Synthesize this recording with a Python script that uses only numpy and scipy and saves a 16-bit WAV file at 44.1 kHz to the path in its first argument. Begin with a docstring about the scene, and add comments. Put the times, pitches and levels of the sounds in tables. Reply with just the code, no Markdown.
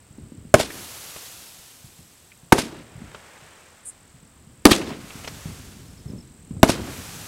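"""A fireworks cake fires four salvos of comets in a field at night, close enough to overload the microphone.
Each bang sums a noise crack, ringing tubes and box, a boom and a thump; a slap echo, scatter from ground
and trees, and a rolling tail follow it. Burning stars hiss as three bands of noise and pop in short bursts.
Other fireworks thud far off as damped low tones over a rumble. Crickets sing throughout as gliding tones,
and a katydid rasps once in a burst of noise."""
import sys
import numpy as np
from scipy import signal
from scipy.fft import rfft, irfft, next_fast_len
from scipy.io import wavfile

SR = 44100
rng = np.random.default_rng(int(sys.argv[2]) if len(sys.argv) > 2 else 0)


def log_audio(samples):
    """Write samples as a 16-bit WAV file to the path given in sys.argv[1]."""
    # one column per channel
    frames = np.atleast_2d(samples).T
    # limit to full scale, then quantise
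    limited = np.clip(frames, -1, 1)
    pcm = np.round(limited * 32767).astype(np.int16)
    wavfile.write(sys.argv[1], SR, pcm)


N = 320607
TIME = np.arange(N) / SR  # s

# The salvos. Each row: start in seconds, crack level in dB, crack rise in seconds, tube pitch in Hz, tube level
# in dB, boom pitch in Hz, boom level in dB, boom delay in seconds, ground thump level in dB, echo delay in
# seconds, echo level in dB, relative scatter from ground and foliage in dB, rolling tail level in dB.
SALVOS = [(0.5402, -2.5, 0.0022, 641, 5.5, 309, 0.5, .0040, -4.5, 0.058, -19.5, 0, -29.5),
          (2.5214, -3, 0.0037, 905, 2.5, 285, 3.5, .0046, -9, 0.06, -18.5, -0.5, -25.5),
          (4.6532, 7.5, 0.0018, 1240, 5.5, 262.5, 15, 0.00316, -29, .0610, -17.5, 4.5, -18),
          (6.6300, 2, 0.0018, 647, 6.5, 234, 10, 0.0025, -11, 0.062, -18, -0.5, -21.5)]
# Hard surfaces near the cake. Each row: delay in seconds, level in dB.
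BOUNCES = [(.0031, -13), (0.0103, -17.5), (0.0162, -22)]
# The cardboard box that holds the tubes, as resonances. Each row: pitch in Hz, relative level in dB.
BOX_MODES = [(380, -1), (500, 1.5), (650, -2), (890, -3), (1270, -3), (1540, -3.5), (2190, -3.5)]
# Spectra of the crack and of what ground, foliage and field return.
# Each row: frequency in Hz, relative density in dB per Hz.
CRACK_SPECTRUM = [(30, -0.5), (150, 3), (600, 1.5), (1400, -7), (2200, -8.5), (4000, -11.5), (9000, -15.5),
                  (16000, -27)]
GROUND_SPECTRUM = [(30, -10), (110, -5.5), (230, 1), (400, 3), (600, -3.5), (1000, -9), (2200, -21),
                   (5000, -25.5), (10000, -25.5), (16000, -43)]
FOLIAGE_SPECTRUM = [(100, -9), (350, 2.5), (1000, -5.5), (2000, -3), (3200, -2), (5000, -4), (9000, -8),
                    (12000, -16), (16000, -29.5)]
ROLL_SPECTRUM = [(30, -20.5), (100, -9.5), (270, 3.5), (430, -4), (800, -13), (2000, -17), (5000, -23),
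                 (10000, -33.5), (16000, -43)]
GROUND_DB, FOLIAGE_DB = -14, -23  # before each salvo's own scatter level

# The burning stars of each salvo. Each row: catch in seconds, time to full flame in seconds, time at full flame
# in seconds, fade in dB per second, roar level at the catch in dB, hiss level in dB, fizz level in dB.
STARS = [(.6, 0.16, 0.41, 16.5, -45.5, -42.5, -45.5), (2.66, 0.53, 0.34, 18, -47, -57.5, -67.5),
         (4.85, 0.31, 0.33, 23.5, -45.5, -47, -53.5), (6.7, 0.25, .45, 22, -43, -43, -47.5)]
# Spectra of the three parts of the flame. Each row: frequency in Hz, relative density in dB per Hz.
ROAR_SPECTRUM = [(100, -20.5), (300, -4), (520, 0), (900, -1), (1300, -0.5), (2300, -3), (3500, -10),
                 (7000, -35.5)]
HISS_SPECTRUM = [(1200, -26.5), (2700, -3.5), (4000, -2.5), (6500, -2), (8500, -3.5), (11000, -18),
                 (16000, -33)]
FIZZ_SPECTRUM = [(6000, -27), (9000, -6.5), (10500, 0), (12500, -2), (15000, -7), (16500, -13)]
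ROAR_SINK_DB_PER_S = 5  # the roar dies sooner than the hiss as the stars slow down

# Stars that pop overhead. Each row: start in seconds, relative level in dB, pitch of the ringing band in Hz,
# ring against snap in dB.
POPS = [(0.7008, -29.5, 2150, 3.5), (1.16, -28, 562, -8), (2.316, -49, 2240, 9.5), (3.114, -39, 1580, -2),
        (3.1450, -30, 1235, -0.5), (4.716, -19.5, 3150, 13.5), (4.7273, -19.5, 3130, 11),
        (4.8139, -26.5, 2480, 0), (5.1032, -31.5, 2660, -3), (5.2441, -29, 2730, -3),
        (5.2745, -20.5, 5300, -7.5)]
# Spectrum of their snap. Each row: frequency in Hz, relative density in dB per Hz.
POP_SPECTRUM = [(100, 2), (500, 4), (1400, -2.5), (3000, -1.5), (5500, -14), (7000, -16), (16000, -45)]

# Far fireworks. Each row: start in seconds, relative level in dB, pitch in Hz.
THUDS = [(0.107, -39, 139), (0.183, -29, 249), (0.22, -32, 150), (0.32, -28.5, 250), (0.378, -31.5, 148),
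         (.451, -31, 195), (1.842, -36.5, 129), (1.99, -37.5, 150), (2.954, -32, 128), (2.978, -32.5, 129),
         (3.018, -27, 195), (4.471, -36.5, 147.4), (5.154, -29.5, 213), (5.456, -21.5, 148),
         (6.058, -24, 129), (6.099, -24.5, 170), (6.134, -22.5, 223), (6.189, -34, 169), (6.508, -21, 197),
         (6.566, -21, 150)]
# Underlying rumble, before reports add to it. Each row: time in seconds, level in dB.
RUMBLE_LEVEL = [(0, -54.5), (1.9, -60), (2.4, -62), (3.6, -64), (4.4, -55), (5.3, -45), (6.05, -43.5),
                (6.35, -52.5), (6.8, -36.5), (7.26, -43.5)]
# Spectra of the rumble and of the air. Each row: frequency in Hz, relative density in dB per Hz.
RUMBLE_SPECTRUM = [(15, -10), (40, -4), (80, 4.5), (140, 0.5), (260, -5), (450, -16), (900, -35.5),
                   (3000, -57.5)]
AIR_SPECTRUM = [(30, -0.5), (300, -1.5), (800, -4.5), (2000, -8), (5000, -13), (9000, -15), (12000, -19.5),
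                (16000, -21)]
# The rumble that swells and dies after a listed thud or a salvo: level, and seconds to its peak.
THUD_RUMBLE_DB, THUD_RUMBLE_S = -22.5, .05  # dB relative to the thud's listed level
SALVO_RUMBLE_DB, SALVO_RUMBLE_S = -50, 0.15

# Two trilling crickets. Each row: wing strokes per second, mean start pitch in Hz, end pitch in Hz,
# stroke length in seconds, relative level in dB.
TRILLS = [(45.9, 9200, 7550, 0.0057, -56), (40.5, 8650, 6950, 0.0091, -56)]
# Gain of the trills and the chorus. Each row: time in seconds, gain in dB.
TRILL_EFFORT = [(0, 2.5), (2, 3), (3.4, 2.5), (4.3, 2.5), (6, 0.5), (6.6, 7.5)]
# A third cricket that chirps in pairs of strokes. Each row: start in seconds, level in dB.
CHIRPS = [(5.875, -55.5), (5.974, -52.5), (6.078, -50.5), (6.18, -48.5)]
# Spectrum of the katydid's rasp. Each row: frequency in Hz, relative density in dB per Hz.
RASP_SPECTRUM = [(3000, -71.5), (6100, -43.5), (6700, -13), (7400, -8.5), (8500, -1), (9700, -3),
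                 (10800, -15), (12500, -24), (13500, -42), (16000, -59)]

EDGE_HZ = 15900  # upper band limit


def amp(db):
    """Decibels are logarithmic: 20 dB is a tenfold amplitude."""
    return 10 ** (np.asarray(db) / 20)


def evened(x):
    """Normalisation: scales to rms 1."""
    return x / np.sqrt(np.mean(x ** 2) + 1e-20)


def add(mix, s, sound):
    """Superposition: sums a sound into the mix at time s."""
    part = mix[max(round(s * SR), 0):][:len(sound)]
    part += sound[:len(part)]


def colour(x, points):
    """Spectral filtering: weights x by frequency, at rms 1."""
    hz, db = np.transpose(points)
    bins = np.fft.rfftfreq(len(x), 1 / SR)
    gain = amp(np.interp(np.log(bins + 1), np.log(hz), db))
    return evened(irfft(rfft(x) * gain, len(x)))


def noise(points, size=N):
    """Filtered Gaussian noise: white noise coloured at rms 1, then cut to size."""
    return colour(rng.standard_normal(next_fast_len(size)), points)[:size]


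def scatter(points, size, grain_db=2.0):
    """Diffuse scattering: countless small contributions of unequal strength."""
    strength_db = grain_db * np.minimum(rng.exponential(1, size), 3)
    return colour(rng.standard_normal(size) * amp(strength_db), points)


def wander(per_s, size=N):
    """Slow random modulation: straight lines between per_s random knots a second, at rms 1."""
    knots = rng.standard_normal(size // 30)
    return evened(np.interp(np.arange(size) * per_s / SR, np.arange(len(knots)), knots))


def swell(t, peak_s):
    """Critically damped response: rises to 1 at peak_s, then dies away."""
    u = np.maximum(t, 0) / peak_s
    return u * np.exp(1 - u)


def ring(t, hz, peak_s):
    """Damped resonance of a struck body of air; push and suction cancel."""
    envelope = swell(t, peak_s)
    push = envelope * np.sin(2 * np.pi * hz * t)
    return push - envelope * push.sum() / envelope.sum()


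def stroke(start_hz, end_hz, length):
    """Stridulation: the pitch falls as the scraper slows along the file."""
    hz = np.linspace(start_hz, end_hz, int(length * SR))
    phase = 2 * np.pi * np.cumsum(hz) / SR
    return np.sin(phase) * signal.windows.hann(len(hz)) ** .5


def trills():
    """Periodic stridulation: regular strokes, each slightly uneven in time, level and starting pitch."""
    out = np.zeros(N)
    for rate, start_hz, end_hz, length, db in TRILLS:
        for s in np.arange(0, TIME[-1], 1 / rate):
            late, loud, sharp = rng.standard_normal(3)
            sound = stroke(start_hz + 70 * sharp, end_hz, length)
            add(out, s + 0.00094 * late, amp(db + loud) * sound)
    return out


def katydid(level_db=-36, centre_s=3.877, rise_s=0.019, fall_s=0.022):
    """Stridulation as a noise burst: the wings scrape once, loud and near."""
    width = np.where(TIME < centre_s, rise_s, fall_s)
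    shape = 1 / (1 + np.abs((TIME - centre_s) / width) ** 4)
    return amp(level_db) * noise(RASP_SPECTRUM) * amp(2.4 * wander(400)) * shape


def insects(chorus_db=-70):
    """Incoherent sum of many singers: two trills over a far chorus, paired chirps and one rasp."""
    chorus = noise([(5000, -40.5), (6800, -10.5), (7500, -1.5), (8400, -4.0), (9200, -14.0), (12000, -48)])
    out = amp(chorus_db) * chorus + trills()
    out *= amp(np.interp(TIME, *np.transpose(TRILL_EFFORT)))
    for s, db in CHIRPS:
        for gap in (0, .022):
            add(out, s + gap, amp(db) * stroke(5600, 4950, .015))
    return out + katydid()


def rumble(lumpy_db=3.0):
    """Incoherent sources add in power: a lumpy low rumble, fed by the listed thuds and the salvos."""
    power = amp(np.interp(TIME, *np.transpose(RUMBLE_LEVEL))) ** 2
    t = np.arange(SR) / SR
    for s, db, _ in THUDS:
        add(power, s, (amp(db + THUD_RUMBLE_DB) * swell(t, THUD_RUMBLE_S)) ** 2)
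    for s, *_ in SALVOS:
        add(power, s, (amp(SALVO_RUMBLE_DB) * swell(t, SALVO_RUMBLE_S)) ** 2)
    return noise(RUMBLE_SPECTRUM) * np.sqrt(power) * amp(lumpy_db * np.tanh(wander(25)))


def thuds_everywhere(per_s=1.5, mean_db=-42, spread_db=3.5, pitch_hz=140):
    """Random independent events: the loud thuds, and fainter ones strewn among them."""
    chance = rng.random((60, 4))
    faint = []
    for s, loud, high, keep in chance:
        if keep < per_s * TIME[-1] / len(chance):  # leaves about per_s a second
            db = mean_db + spread_db * (2 * loud - 1)
            faint.append((s * TIME[-1], db, pitch_hz * 2 ** (high - .5)))
    return list(THUDS) + faint


def far_fireworks(thud_db=-1.0, smear=0.21, smear_s=0.022):
    """Distance acts as a low-pass filter: only dull thuds remain, each smeared by noise."""
    out, t = np.zeros(N), np.arange(SR // 10) / SR
    for s, db, hz in thuds_everywhere():
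        low_smear = smear * noise(RUMBLE_SPECTRUM, size=len(t)) * swell(t, smear_s)
        knock = 0.076 * noise(GROUND_SPECTRUM, size=len(t)) * swell(t, 0.0021)
        thud = ring(t, hz, peak_s=0.48 / hz)
        add(out, s, amp(db + thud_db) * (thud + low_smear + knock))
    return out


def pops(level_db=-9):
    """Impulsive radiation: each small report is a broad snap and a ringing band under one short envelope."""
    out, t = np.zeros(N), np.arange(SR // 8) / SR
    for s, db, hz, ring_db in POPS:
        # the point order matters to the interpolation
        points = [(hz / 2, -40), (hz / 0.92, -12), (hz, 0), (hz * 0.9, -12), (hz * 2, -40), (SR, -70)]
        body = noise(points, size=len(t))
        snap = noise(POP_SPECTRUM, size=len(t))
        add(out, s, amp(db + level_db) * swell(t, 0.0037) * (snap + amp(ring_db) * body))
    return out


def stars(flutter_db=0.55):
    """Combustion noise: the comets catch, burn with a dense spitting hiss, and fade as they climb."""
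    out, t = np.zeros(N), np.arange(3 * SR) / SR
    for s, rise_s, hold_s, fade_db_per_s, roar_db, hiss_db, fizz_db in STARS:
        faded_db = fade_db_per_s * np.maximum(t - rise_s - hold_s, 0)
        flutter = flutter_db * wander(90, size=len(t))
        burning = np.minimum(t / rise_s, 1) * amp(flutter - faded_db)
        sinking_db = roar_db - ROAR_SINK_DB_PER_S * t
        for spectrum, db in [(ROAR_SPECTRUM, sinking_db), (HISS_SPECTRUM, hiss_db), (FIZZ_SPECTRUM, fizz_db)]:
            add(out, s, burning * amp(db) * scatter(spectrum, size=len(t), grain_db=1.0))
    return out


def ground(t, t60=0.2, rise_s=0.002, patchy_db=2.0):
    """Diffuse reflection from the ground and things nearby, decaying 60 dB in t60 seconds."""
    level_db = -60 * t / t60 + patchy_db * wander(200, size=len(t))
    return scatter(GROUND_SPECTRUM, size=len(t)) * (1 - np.exp(-t / rise_s)) * amp(level_db)


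def foliage(t, delay, rise_s=0.013, fall_s=0.033, patchy_db=2.5, second_path_s=.0032, second_path=0.18):
    """Scattering and comb filtering: leaves return a bright splash, made hollow by a second, longer path."""
    shape = np.exp(np.minimum((t - delay) / rise_s, (delay - t) / fall_s))  # peaks at delay
    patches = amp(patchy_db * wander(220, size=len(t)))
    splash = scatter(FOLIAGE_SPECTRUM, size=len(t), grain_db=3.0) * shape * patches
    return splash + second_path * np.interp(t - second_path_s, t, splash)


def roll(t, t60=0.79, far_s=0.264, far_width_s=0.041, far_db=5.5, patchy_db=2.0, count=4):
    """Reverberation: the bang rolls across the field and swells once off distant walls; bands flutter apart."""
    level_db = -60 * t / t60 + far_db * np.exp(-((t - far_s) / far_width_s) ** 2)
    spectrum = rfft(scatter(ROLL_SPECTRUM, size=len(t)))
    band = np.searchsorted([500, 1500, 4000], np.fft.rfftfreq(len(t), 1 / SR))  # edges in Hz
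    rolling = np.zeros(len(t))
    for k in range(count):
        flutter = amp(patchy_db * wander(150, size=len(t)))
        rolling += irfft(spectrum * (band == k), len(t)) * flutter
    return rolling * (1 - np.exp(-t / 0.051)) * amp(level_db)


def blast(t, crack_db, crack_s, tube_hz, tube_db, boom_hz, boom_db, boom_s, thump_db, box_db=-7, ragged_db=-2.0):
    """Explosive radiation: gas tears out, tubes and box ring, the expanding cloud booms, the recoil thumps."""
    ragged = amp(crack_db + ragged_db * wander(720, size=len(t)))
    crack = ragged * noise(CRACK_SPECTRUM, size=len(t)) * swell(t, crack_s) ** 2
    bounced = sum(amp(db) * np.interp(t - late, t, crack) for late, db in BOUNCES)
    tubes = amp(tube_db) * ring(t - .0005, tube_hz, peak_s=0.0022)
    box = sum(amp(box_db + db) * ring(t - .001, hz, peak_s=0.0025) for hz, db in BOX_MODES)
    boom = amp(boom_db) * ring(t - boom_s, boom_hz, peak_s=0.0015)
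    thump = amp(thump_db) * ring(t - .001, 110, peak_s=0.0027)
    return crack + bounced + tubes + box + boom + thump


def salvos():
    """Direct sound, early reflection and reverberation: each blast with its slap echo, scatter and tail."""
    out, t = np.zeros(N), np.arange(SR * 4 // 5) / SR
    brief, near = t[:SR // 20], t[:SR // 3]
    for s, *charge, delay, echo_db, scatter_db, tail_db in SALVOS:
        bang = blast(brief, *charge)
        add(out, s, bang)
        add(out, s + delay, amp(echo_db) * bang)
        scattered = amp(GROUND_DB) * ground(near) + amp(FOLIAGE_DB) * foliage(near, delay + 0.002)
        add(out, s, amp(scatter_db) * scattered)
        add(out, s, amp(tail_db) * roll(t))
    return out


def scene(air_db=-58):
    """Linear superposition of every source over the steady noise of the night air."""
    air = amp(air_db) * noise(AIR_SPECTRUM)
    background = air + insects() + rumble() + far_fireworks()
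    return (background + pops() + stars() + salvos())[None]


def record(dry, low_hz=30):
    """Overload distortion: the microphone sheds the deepest bass, blasts clip flat; then the band limit."""
    heard = signal.lfilter(*signal.butter(1, low_hz, "high", fs=SR), dry)
    clipped = np.clip(heard, -1, 1)
    band_limit = signal.firwin(511, EDGE_HZ, window=("kaiser", 7), fs=SR)
    return signal.oaconvolve(clipped, band_limit[None], "same")


dry = scene()
out = record(dry)
log_audio(out)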